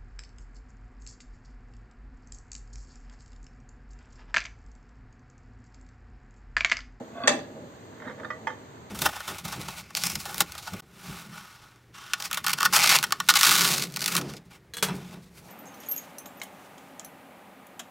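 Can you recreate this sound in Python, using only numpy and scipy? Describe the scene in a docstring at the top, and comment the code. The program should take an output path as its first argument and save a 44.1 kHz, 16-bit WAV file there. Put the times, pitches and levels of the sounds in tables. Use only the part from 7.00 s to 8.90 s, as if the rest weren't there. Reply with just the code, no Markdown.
"""A glass dish scrapes up to one sharp, booming clink, then slides and taps on a glass tray in a quiet kitchen.
It is dragged and lifted out of a microwave oven, close to a two-port microphone.
Contacts excite decaying modes and noise bursts; dense small slips ring the same kind of modes as scrape, rub
and rumble. Dull knocks boom the oven floor. A decaying reverb and steady noise make the kitchen."""
import sys
import numpy as np
from scipy import signal
from scipy.fft import rfft, irfft
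from scipy.io import wavfile
from scipy.ndimage import uniform_filter1d

SR = 44100
rng = np.random.default_rng(int(sys.argv[2]) if len(sys.argv) > 2 else 0)


def inscribe(sig):
    """Save sig as 16-bit PCM at rate SR to the path in sys.argv[1].

    A 1-D sig is mono; a 2-D sig holds one channel per row.
    Samples are clipped to [-1, 1] before scaling.
    """
    pcm = np.round(np.clip(np.atleast_2d(sig).T, -1, 1) * 32767)
    wavfile.write(sys.argv[1], SR, pcm.astype(np.int16))


N = 83790

# likeness of left and right in the diffuse sound: (f/Hz, likeness 0-1)
LIKENESS = [(40, 0.7), (100, 0.96), (250, 1), (600, 0.62), (1600, 0.37), (5000, 0.057), (15000, 0.079)]
NEAR_LEAD_SAMPLES = 4  # left leads right


def amp(db):
    """Amplitude factor of a level in dB."""
    return 10 ** (np.asarray(db) / 20)


def evened(x):
    """Scale to unit RMS."""
    return x / np.sqrt(np.mean(x ** 2) + 1e-20)


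def read(points, hz):
    """Interpolate a curve along log frequency."""
    f, value = np.transpose(points)
    return np.interp(np.log(hz + 1), np.log(f + 1), value)


def level_curve(points):
    """Interpolate (t/s, value) points linearly to every sample."""
    return np.interp(np.arange(N) / SR, *np.transpose(points))


def ring(hz, db, t60_s, rise_s=0.00031):
    """One mode: a sine with exponential decay and a soft start."""
    t = np.arange(SR // 2) / SR
    rise = 1 - np.exp(-t / rise_s)
    decay = amp(db - 60 * t / max(t60_s, .005))
    return rise * decay * np.sin(2 * np.pi * hz * t)


def blows(rows):
    """One impulse per contact (t/s, level/dB)."""
    out = np.zeros(N)
    for s, db in rows:
        out[round(s * SR)] = amp(db)
    return out


def pair(x, lead_samples):
    """Path difference between the ports: the right one hears it later."""
    return np.array([x[0], np.roll(x[1], lead_samples)])


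def blend(left, other, hz):
    """Partly coherent port spectra: right shares with left by the likeness of each band."""
    same = np.clip(read(LIKENESS, hz), 0, 1)[:, None]
    return np.array([left, same * left + np.sqrt(1 - same ** 2) * other])


def cracks(rows, spectrum, db, t60_s, pan):
    """Each contact (t/s, level/dB, tilt/dB per octave above 1 kHz) throws a decaying burst of coloured noise."""
    size = 4096
    out, t, hz = np.zeros((2, N)), np.arange(size) / SR, np.fft.rfftfreq(size, 1 / SR)
    norm = np.sqrt(np.mean(amp(2 * read(spectrum, hz))))
    octaves = np.log2(np.maximum(hz, 1000) / 1000)
    balance = read(pan, hz) * [[.5], [-.5]]
    rise = np.minimum(t / 0.0014, 1)
    for (s, hit_db, tilt), z in zip(rows, rng.standard_normal((len(rows), 2, size))):
        colour = read(spectrum, hz) + tilt * octaves + balance
        noise = [z[0], 0.09 * z[0] + 1.17 * z[1]]  # nearly independent ports
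        burst = irfft(rfft(noise) * amp(colour)) / norm
        start = round(s * SR)
        out[:, start:start + size] += burst * rise * amp(hit_db + db - 60 * t / t60_s)
    return out


def slips(modes, level):
    """Stick-slip friction: dense random grains each ring one mode, under a level curve."""
    grains_per_s, spread_db = 2400, 2
    grains = amp(spread_db * np.minimum(rng.exponential(1, N), 4))
    grains = grains * (rng.random(N) < grains_per_s / SR) * rng.choice([-1, 1], N)
    which = rng.integers(0, len(modes), N)
    body = sum(signal.oaconvolve(grains * (which == k), ring(*m))[:N] for k, m in enumerate(modes))
    return evened(body) * amp(level_curve(level))


def hush():
    """Steady room noise: coloured random spectra with faint drifting patches."""
    # noise colour: (f/Hz, relative level/dB per Hz)
    colour = [(25, -34), (50, -14), (85, 3), (195, -8), (250, -7.5), (400, -4.5), (560, -17.5), (930, -10),
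              (1450, -18.5), (1850, -20), (2400, -25), (4500, -26.5), (5300, -37.5), (6570, -25),
              (8600, -33), (11600, -44.5), (13500, -41), (15500, -40.5)]
    level_db, lead_samples, patch_db = -45.5, 19, 0.42
    frames, hz = N // 256 + 5, np.fft.rfftfreq(1024, 1 / SR)
    a, b, c, d, patches = rng.standard_normal((frames, 513, 5)).T
    for axis in (0, 1):
        patches = uniform_filter1d(patches, size=10, axis=axis)
    z = blend(a + 1j * b, c + 1j * d, hz)
    z *= amp(read(colour, hz)[:, None] + patch_db * evened(patches))
    noise = signal.istft(z, nperseg=1024, noverlap=768)[1][:, :N]
    return pair(amp(level_db) * evened(noise), lead_samples)


def drag():
    """Friction rumbles the oven body modes; dull knocks flex its floor panel, which booms."""
    # oven body modes: (f/Hz, level/dB, t60/s)
    oven = [(214.8, -7, 0.23), (257, -3, 0.13), (321.6, -5.5, 0.083), (460.7, -6.5, 0.14),
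            (489.4, -8, 0.11), (560, -1.5, 0.056), (629, -3, 0.076), (787, -4.5, 0.049)]
    # weight of the dish dragging on the oven: (t/s, level/dB)
    drag_level = [(0, -32.5), (0.038, -44.5), (.08, -52.5), (.22, -46.5), (0.279, -36.5), (0.338, -30),
                  (0.429, -49), (0.602, -42.5), (.73, -53), (.98, -54), (1.07, -43), (1.16, -54.5),
                  (1.21, -39), (1.3, -50.5), (1.47, -46), (1.62, -55.5), (1.9, -54)]
    # knocks on the floor panel: (t/s, level/dB)
    knocks = [(.006, -26.5), (.026, -41), (.24, -23.5), (.259, -27), (.292, -22), (.312, -25), (.345, -23),
              (1.066, -30)]
    panel_hz, panel_t60_s, panel_rise_s = 254.5, 0.072, 0.0021
    panel = ring(panel_hz, 0, panel_t60_s, panel_rise_s)
    boom = signal.fftconvolve(blows(knocks), panel)[:N]
    return pair((slips(oven, drag_level) + boom) * amp([[-.7], [.7]]), NEAR_LEAD_SAMPLES)


def scrape():
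    """Slips and short catches ring the resonances of the dish base."""
    # dish base resonances: (f/Hz, level/dB, t60/s)
    base = [(673, -4, 0.091), (1130, -7.5, 0.071), (1490, -7.5, .035), (1633, -13, 0.048),
            (2030, -16.5, 0.047), (2550, -14, 0.028), (3470, -12, 0.018), (4470, -22, 0.029)]
    # scrape level: (t/s, level/dB)
    scrape_level = [(.1, -65), (.15, -49), (.185, -37), (0.196, -48), (.21, -38.5), (0.235, -38),
                    (0.243, -26), (0.27, -36.5), (.3, -71.5)]
    # catches: (t/s, level/dB, tilt/dB per octave about 1 kHz)
    catches = [(.153, -47, -27.5), (.172, -49, -5), (0.2025, -28, -5), (0.218, -31, -1), (0.236, -33, 13),
               (0.2425, -37, 5)]
    catch_rise_s = 0.0014
    out = slips(base, scrape_level)
    for hz, db, t60_s in base:
        octaves = np.log2(hz / 1000)
        hits = blows([(s, hit_db + tilt * octaves) for s, hit_db, tilt in catches])
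        out += signal.oaconvolve(hits, ring(hz, db, t60_s, catch_rise_s))[:N]
    return pair(out * amp([[-1.2], [1.2]]), NEAR_LEAD_SAMPLES)


def clink():
    """The dish strikes and chatters: noise bursts plus modes that reach the ports unevenly."""
    # dish modes: (f/Hz, level/dB, t60/s, left-right/dB)
    dish = [(584.3, -11, 0.13, 0), (792, -13, 0.15, -1), (1027, -20.5, 0.17, -13),
            (1181, -11.5, 0.063, -1.5), (1384, -42, 0.17, -12), (1678, -19.5, 0.43, -10),
            (1830, -0.5, 0.011, -7.5), (2295, -26, 0.033, -19), (2593, -18, 0.29, -7),
            (2770, -15.5, 0.032, 3.5), (3570, -24, .08, 8), (3494, -18.5, 0.051, -20),
            (4170, -22, 0.086, -8.5), (4643, -23.5, 0.081, 23), (5320, -29, .1, -19), (6440, -45, 0.27, -5),
            (6270, -10.5, 0.038, 8), (7670, -30, 0.032, 1), (8100, -13.5, 0.05, 3),
            (12080, -35.5, 0.042, -3), (13650, -38, 0.083, 0)]
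    # contacts: (t/s, level/dB, tilt/dB per octave above 1 kHz)
    contacts = [(.2742, -12.5, 1.25), (0.2764, -14, 1), (0.2786, -9.5, 1.07), (.282, -28, 2),
                (.286, -37, -12), (.292, -15.5, -0.5), (.306, -16, -40), (.32, -24.5, -6.5),
                (.331, -30, -24), (.345, -53, -11), (0.364, -43, -2), (.39, -34.5, -1.5)]
    # burst colour: (f/Hz, relative level/dB per Hz)
    spectrum = [(200, -36), (500, -5.5), (1200, 0), (1840, 4.5), (2900, -8.5), (3450, 0.5), (5100, -16),
                (6300, -6), (8400, -8), (11600, -89), (15500, -72)]
    # burst balance: (f/Hz, left-right/dB)
    balance = [(500, 33.5), (1200, -0.5), (2200, 5), (3500, 10.5), (6000, -10), (8300, 8), (12000, -9)]
    # places of a mode's three close partials (multiples of the split share)
    trio = [-0.74, 0.14, 0.74]
    crack_db, crack_t60_s, split_share = -5, 0.047, 0.0138
    out = cracks(contacts, spectrum, crack_db, crack_t60_s, balance)
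    for k, (hz, db, t60_s, pan_db) in enumerate(dish):
        partials = sum(ring(hz * (1 + split_share * place), db - 7.5, t60_s) for place in trio)
        mode = (-1) ** k * partials  # signs alternate along the table
        octaves = np.log2(max(hz / 1000, 1))
        hits = blows([(s, hit_db + tilt * octaves) for s, hit_db, tilt in contacts])
        out += signal.oaconvolve(hits, mode)[:N] * amp([[pan_db / 2], [-pan_db / 2]])
    return pair(out, NEAR_LEAD_SAMPLES)


def taps():
    """Taps and rubbing on the tray: the spot struck weights the modes, close twins beat."""
    # tray modes by spot struck: (f/Hz, t60/s, edge/dB, middle/dB, rim/dB, flat/dB)
    tray = [(499.6, 0.22, -20.5, -16.5, -15, -11.5), (613.8, 0.38, -18, -16, -17, -17.5),
            (861.1, 0.25, -9, -28, -39, -33), (883.5, 0.1, -6.5, -24, -34, -22.5),
            (941, 0.08, -29, -30, -29, -10), (1132, 0.097, -14.5, -11.5, -16, -16),
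            (1225, 0.045, -14.5, 4, -6, -13), (1520, 0.02, -36, -14, 0, -0.5),
            (1762, 0.059, -0.5, -5.5, -3.5, -9), (1782, 0.15, -15, -31, -14, -26),
            (1945, 0.11, -18.5, -4.5, -26, -17.5), (2065, 0.058, -10, -16, -39, -11),
            (2506, 0.081, -12.5, -21.5, -37, -40), (3130, 0.11, -23, -24.5, -39, -26),
            (3380, 0.045, -21, -27, -47, -25.5), (3667, 0.054, -46, -26.5, -15.5, -20),
            (4610, 0.055, -25.5, -29, -28, -43), (5307, 0.049, -27, -26, -43.5, -29),
            (6350, 0.21, -28, -38, -42, -42), (7500, 0.13, -25, -50, -47, -48)]
    # order of the tray's spot columns: (spot)
    spots = ["edge", "middle", "rim", "flat"]
    # taps: (t/s, level/dB, spot, main mode f/Hz as the dish sits)
    tap_rows = [(1, -41, "flat", 1815), (1.021, -35, "flat", 1810), (1.043, -47, "rim", 2030),
                (1.055, -38, "rim", 1730), (1.074, -35.5, "rim", 1846), (1.081, -37, "rim", 1833),
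                (1.097, -33.5, "flat", 1720), (1.111, -39, "flat", 1870), (1.182, -42.5, "flat", 1766),
                (1.198, -34, "flat", 1730), (1.232, -35, "flat", 1603), (1.246, -28.5, "rim", 1755),
                (1.251, -33.5, "rim", 1788), (1.303, -25.5, "middle", 1765), (1.309, -34.5, "middle", 1757),
                (1.4703, -21, "edge", 1768), (1.4745, -21.5, "edge", 1761), (1.493, -40, "middle", 1690),
                (1.502, -35, "rim", 1780)]
    # burst colour: (f/Hz, relative level/dB per Hz)
    spectrum = [(300, -23.5), (650, -10), (900, -3), (1450, 1), (1900, -4.5), (2700, -24), (3300, -23),
                (8600, -45), (12000, -55)]
    # dish sliding on the tray: (t/s, level/dB)
    rub_level = [(.88, -59.5), (.96, -54.5), (1.02, -53), (1.08, -42), (1.12, -51), (1.16, -63),
                 (1.199, -47), (1.26, -60), (1.3, -60.5)]
    # balance: (t/s, left-right/dB)
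    balance = [(1.0, -4), (1.25, -5), (1.47, -5.5)]
    # edges of alternating bands, fixed or moving with how the dish sits: (f/Hz)
    seat_hz = (1300, 2300, 3400, 4000)
    crack_db, crack_t60_s, rise_s, lead_samples = -4.5, 0.037, 0.00093, 2
    main_hz = 1765  # main mode with the dish at rest
    twin_ratio = 1.03  # modes closer than this are twins and share a sign
    rub_t60_share = 0.39  # the resting dish damps the tray

    contacts = [(s, db, 0) for s, db, spot, pitch_hz in tap_rows]
    out = cracks(contacts, spectrum, crack_db, crack_t60_s, [(1, 0), (2, 0.015)])
    mode_hz = np.array([m[0] for m in tray])
    signs = np.cumprod(np.where(mode_hz / np.roll(mode_hz, 1) > twin_ratio, -1, 1))
    moves = np.searchsorted(seat_hz, mode_hz) % 2
    for s, db, spot, pitch_hz in tap_rows:
        column = 2 + spots.index(spot)
        tap = np.zeros(SR // 2)
        for sign, move, m in zip(signs, moves, tray):
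            hz = m[0] * (pitch_hz / main_hz) ** move
            tap += sign * ring(hz, db + m[column], m[1], rise_s)
        start = round(s * SR)
        out[:, start:start + len(tap)] += tap[:N - start]
    out += slips([(m[0], m[-1], rub_t60_share * m[1]) for m in tray], rub_level)
    return pair(out * amp(level_curve(balance) * [[.5], [-.5]]), lead_samples)


def kitchen(x):
    """Reverb: sparse impulses of random sign, each band decaying at its own rate."""
    # room decay: (f/Hz, t60/s)
    room_t60 = [(150, 0.53), (500, 0.46), (1500, 0.27), (4000, 0.33), (8000, 0.22), (13000, 0.45)]
    tail = np.zeros((2, SR // 2))
    slots = np.arange(200, SR // 2 - 20, 20)
    at = slots + rng.integers(0, 20, (2, len(slots)))
    np.put_along_axis(tail, at, rng.choice([-1., 1.], at.shape), 1)
    hz, t, z = signal.stft(tail, SR, nperseg=256)
    decay = amp(-60 * t / read(room_t60, hz)[:, None])
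    tail = signal.istft(blend(z[0], z[1], hz) * decay, SR, nperseg=256)[1]
    return signal.fftconvolve(x, tail / np.linalg.norm(tail[0]), axes=1)[:, :N]


def scene():
    """Sum the direct sources, their reverb and the room noise."""
    near_room_db, tap_room_db = -6.5, -7.5
    near = drag() + scrape() + clink()
    tray = taps()
    room = kitchen(amp(near_room_db) * near + amp(tap_room_db) * tray)
    return near + tray + room + hush()


def record(dry):
    """Input stage rounds off peaks; then the microphone's treble dip, low cut and band limit."""
    # microphone treble dip: (f/Hz, gain/dB)
    notch = [(8500, -1), (9000, -24.5), (10000, -10.5), (11200, -18.5), (11600, 1)]
    ceiling, low_cut_hz, edge_hz = .92, 106, 15450
    rounded = ceiling * np.tanh(dry / ceiling)
    hz = np.fft.rfftfreq(512, 1 / SR)
    dip = np.roll(irfft(amp(read(notch, hz))), 256) * np.hanning(512)
    dipped = signal.oaconvolve(rounded, dip[None], "same")
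    low_cut = signal.butter(3, low_cut_hz, "high", fs=SR, output="sos")
    heard = signal.sosfilt(low_cut, dipped)
    band_limit = signal.firwin(511, edge_hz, window=("kaiser", 9), fs=SR)
    return signal.oaconvolve(heard, band_limit[None], "same")


dry = scene()
out = record(dry)
inscribe(out)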